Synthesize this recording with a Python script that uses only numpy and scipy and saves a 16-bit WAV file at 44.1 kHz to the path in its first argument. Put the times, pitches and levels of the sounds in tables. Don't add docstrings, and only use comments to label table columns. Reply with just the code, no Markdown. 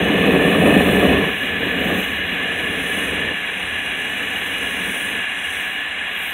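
import sys
import numpy as np
from scipy import signal
from scipy.fft import rfft, irfft, next_fast_len
from scipy.io import wavfile
from scipy.ndimage import uniform_filter1d, minimum_filter1d, map_coordinates

SR = 44100
rng = np.random.default_rng(int(sys.argv[2]) if len(sys.argv) > 2 else 0)


def pcm_store(signal):
    levels = np.round(np.clip(np.atleast_2d(signal), -1, 1) * 32767)
    wavfile.write(sys.argv[1], SR, levels.astype(np.int16).T)


N = 279153

CALM_DB = -35

# crest in seconds, roar level in dB, build-up in dB per second.
FLARES = [(0.36, -14.3, 16), (0.79, -13, 9), (1.19, -14.5, 3.6), (1.95, -20.8, 18), (3.28, -27.8, 2.6),
          (4.95, -32.6, 3.6), (5.19, -34.5, 15), (5.6, -37.5, 30)]


def burn_strength():
    return surges(FLARES, fall_db_per_s=105, rest_db=-42.5)


# frequency in Hz, relative spectral level in dB.
ROAR_SPECTRUM = [(105, -43.5), (122, -22), (140, -8), (165, -7), (182, 0), (240, -4.5), (282, 0), (325, -6),
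                 (343, -13.5), (368, -6), (470, -3.5), (540, -9), (750, -12.5), (900, -26.5)]


def flame(roar_db, churn):
    pop_share = 0.29
    churn_db = 0.74
    turbulence = np.sqrt(1 - pop_share) * rng.standard_normal(N)
    small_pops = np.sqrt(pop_share) * sputter(rate=300, spread_db=2)
    boom = colour(turbulence + small_pops, ROAR_SPECTRUM)
    return amp(roar_db) * unit(amp(churn_db * churn) * boom)


# start in seconds, peak level of the single pop in dB before the limiter.
LARGE_POPS = [(0.321, -14), (.348, -5), (0.45, -5.5), (.553, -20), (0.576, -15), (.636, -5), (0.682, -3),
              (0.725, -2.5), (0.765, -2.5), (0.911, -9), (1.104, -10), (1.149, -11)]


def pops():
    boom = colour(signal.unit_impulse(SR // 10), ROAR_SPECTRUM)
    kicks = np.zeros(N)
    for start, db in LARGE_POPS:
        kicks[round(start * SR)] = amp(db)
    return signal.fftconvolve(kicks, boom / np.abs(boom).max())[:N]


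# frequency in Hz, relative spectral level in dB.
PLUME_SPECTRUM = [(15, -35), (28, -34), (42, -10.5), (58, -1), (74, 0.5), (93, 1.5), (108, -3), (122, -22),
                  (200, -50)]


def plume(roar_db):
    calm_flutter_db, flap_db = -45.8, 1.3
    follow = 0.75
    flutter_db = calm_flutter_db + follow * (roar_db - CALM_DB) + flap_db * wobble(7)
    return amp(flutter_db) * colour(rng.standard_normal(N), PLUME_SPECTRUM)


# frequency in Hz, relative spectral level in dB.
RUSH_SPECTRUM = [(100, -41), (300, -28), (560, -16), (740, -6.5), (900, -14), (1100, -9), (1350, -12.5),
                 (1550, -5.5), (2300, -1.5), (2750, -4), (3080, -10), (3700, -14), (4000, -16),
                 (4300, -50.5)]

# frequency in Hz, relative spectral level in dB.
RASP_SPECTRUM = [(700, -18.5), (900, 6.5), (1150, 10), (1350, 0), (1600, -2.5), (1780, 8), (2200, -17),
                 (2510, 13.5), (2800, -8), (3100, -25), (3430, -0.5), (3680, -23), (4150, -45.5)]

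# centre in Hz, width in Hz, lift in dB.
TUBE_RESONANCES = [(1709.5, 154, 11.5), (2318, 110, 1), (2463, 93, 3), (2870, 140, 9.5), (3315, 210, 8)]


def tube(roar_db, churn):
    calm_air_db, air_follow = -23.55, 0.11
    stretch_per_db, waver = 0.001, 0.00302
    rasp_db = -9.6
    churn_db, tear_db = 2.5, 3.0
    effort_db = roar_db - CALM_DB
    draught_db = calm_air_db + air_follow * effort_db

    rise = 1 + stretch_per_db * np.maximum(effort_db, 0)
    position = np.cumsum(rise * (1 + waver * wobble(12)))

    def drifting(spectrum):
        noise = rng.standard_normal(N + SR // 2)
        return map_coordinates(colour(noise, spectrum, TUBE_RESONANCES), [position])

    air = amp(draught_db + 0.47 * wobble(70)) * drifting(RUSH_SPECTRUM)
    tearing = amp(churn_db * churn + tear_db * wobble(200))
    rasp = amp(roar_db + rasp_db) * unit(tearing * drifting(RASP_SPECTRUM))
    return air + rasp


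# frequency in Hz, relative spectral level in dB.
HISS_BODY_SPECTRUM = [(4700, -43.5), (5050, -12.5), (5400, -17.5), (5750, -3), (6400, 1.5), (6800, -10.5),
                      (7150, -1), (8300, -3.5), (9000, -16.5)]
HISS_CREST_SPECTRUM = [(7800, -18), (8600, -9), (9000, -2), (9500, 0.5), (10300, -0.5), (11100, -13),
                       (12000, -33)]
SIZZLE_SPECTRUM = [(10500, -44), (11600, -9.5), (12300, -8), (12700, -0.5), (13300, -18), (14200, -12),
                   (14900, -17), (15600, -7), (16000, -22)]

# centre in Hz, width in Hz, lift in dB.
NOZZLE_WHISTLES = [(6357, 100, 7), (7150, 90, 4), (7420, 70, 5), (7700, 130, 7), (8394, 80, 5),
                   (8645, 100, 4), (9594, 120, 6), (9946, 100, 6), (12141, 80, 6), (12543, 80, 10)]

# crest in seconds, hiss level in dB, fine sizzle level in dB, build-up in dB per second.
HISS_SWELLS = [(0.96, -38.2, -40, 9), (1.44, -46.5, -46, 2), (2.0, -43.3, -41.4, 23), (2.35, -54, -50, 1.1),
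               (2.97, -38.8, -43.2, 22), (3.66, -45, -56, 21), (5.02, -38.9, -44.1, 7),
               (5.53, -40, -48, 29), (5.62, -49, -45.5, 44), (6.24, -45.5, -43.5, 72)]


def jet():
    body_db, body_follow = -5.7, 0.6
    usual_db = -45
    fade_db_per_s = 41
    hiss_rows = [(crest, db, climb) for crest, db, _, climb in HISS_SWELLS]
    sizzle_rows = [(crest, db, climb) for crest, _, db, climb in HISS_SWELLS]
    hiss_db = surges(hiss_rows, fade_db_per_s, rest_db=-52)
    sizzle_db = surges(sizzle_rows, fade_db_per_s, rest_db=-62)
    unrest_db = .5 * wobble(15) + .7 * wobble(90)

    def hiss(spectrum, db):
        noise = colour(rng.standard_normal(N), spectrum, NOZZLE_WHISTLES)
        return amp(db + unrest_db) * patches(noise, depth_db=1.3)

    body = hiss(HISS_BODY_SPECTRUM, usual_db + body_follow * (hiss_db - usual_db) + body_db)
    crest = hiss(HISS_CREST_SPECTRUM, hiss_db)
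    sizzle = hiss(SIZZLE_SPECTRUM, sizzle_db + .8 * wobble(70))
    return body + crest + sizzle


def surges(rows, fall_db_per_s, rest_db):
    t = np.arange(N) / SR
    level = np.full(N, float(rest_db))
    for crest, db, climb in rows:
        before, after = np.maximum(crest - t, 0), np.maximum(t - crest, 0)
        level = np.maximum(level, db - climb * before - fall_db_per_s * after)
    return level


def sputter(rate, spread_db):
    chance, size = rng.random(N), rng.standard_normal(N)
    return unit((chance < rate / SR) * amp(spread_db * np.clip(size, -2, 2)))


def patches(x, depth_db, size=7):
    bins = signal.stft(x, nperseg=512)[2]
    field = rng.standard_normal(bins.shape)
    for _ in range(2):
        field = uniform_filter1d(field, size=size, axis=0)
        field = uniform_filter1d(field, size=50, axis=1)
    return unit(signal.istft(bins * amp(depth_db * unit(field)), nperseg=512)[1][:N])


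def colour(x, spectrum, resonances=()):
    size = next_fast_len(len(x) + SR // 4)
    hz = np.maximum(np.fft.rfftfreq(size, 1 / SR), 1)
    points, levels = np.transpose(spectrum)
    octaves_outside = np.abs(np.log2(hz / np.clip(hz, points[0], points[-1])))
    db = np.interp(np.log(hz), np.log(points), levels)
    db = db - 60 * np.minimum(octaves_outside, 1)
    for centre, width, lift in resonances:
        db = db + lift / (1 + (2 * (hz - centre) / width) ** 2)
    cepstrum = irfft(np.log(amp(db)), size)
    cepstrum[1:size // 2] *= 2
    cepstrum[size // 2 + 1:] = 0
    response = np.exp(rfft(cepstrum))
    return unit(irfft(rfft(x, size) * response, size)[:len(x)])


def wobble(rate):
    knots = rng.standard_normal(int(N * rate / SR) + 4)
    return unit(map_coordinates(knots, [np.arange(N) * rate / SR]))


def amp(db):
    return 10 ** (np.asarray(db) / 20)


def unit(x):
    return x / np.sqrt(np.mean(x ** 2) + 1e-20)


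def scene():
    roar_db = burn_strength()
    churn = wobble(70)
    mono = flame(roar_db, churn) + pops() + plume(roar_db) + tube(roar_db, churn) + jet()
    return mono[None]


def record(dry):
    top_hz = 15750
    needed = np.minimum(1, .95 / (np.abs(dry) + 1e-9))
    gain = minimum_filter1d(needed, size=SR // 100)
    for _ in range(2):
        gain = uniform_filter1d(gain, size=SR // 200)
    size = next_fast_len(N + SR // 4)
    passed = np.fft.rfftfreq(size, 1 / SR) < top_hz
    return irfft(rfft(gain * dry, size) * passed, size)[:, :N]


dry = scene()
out = record(dry)
pcm_store(out)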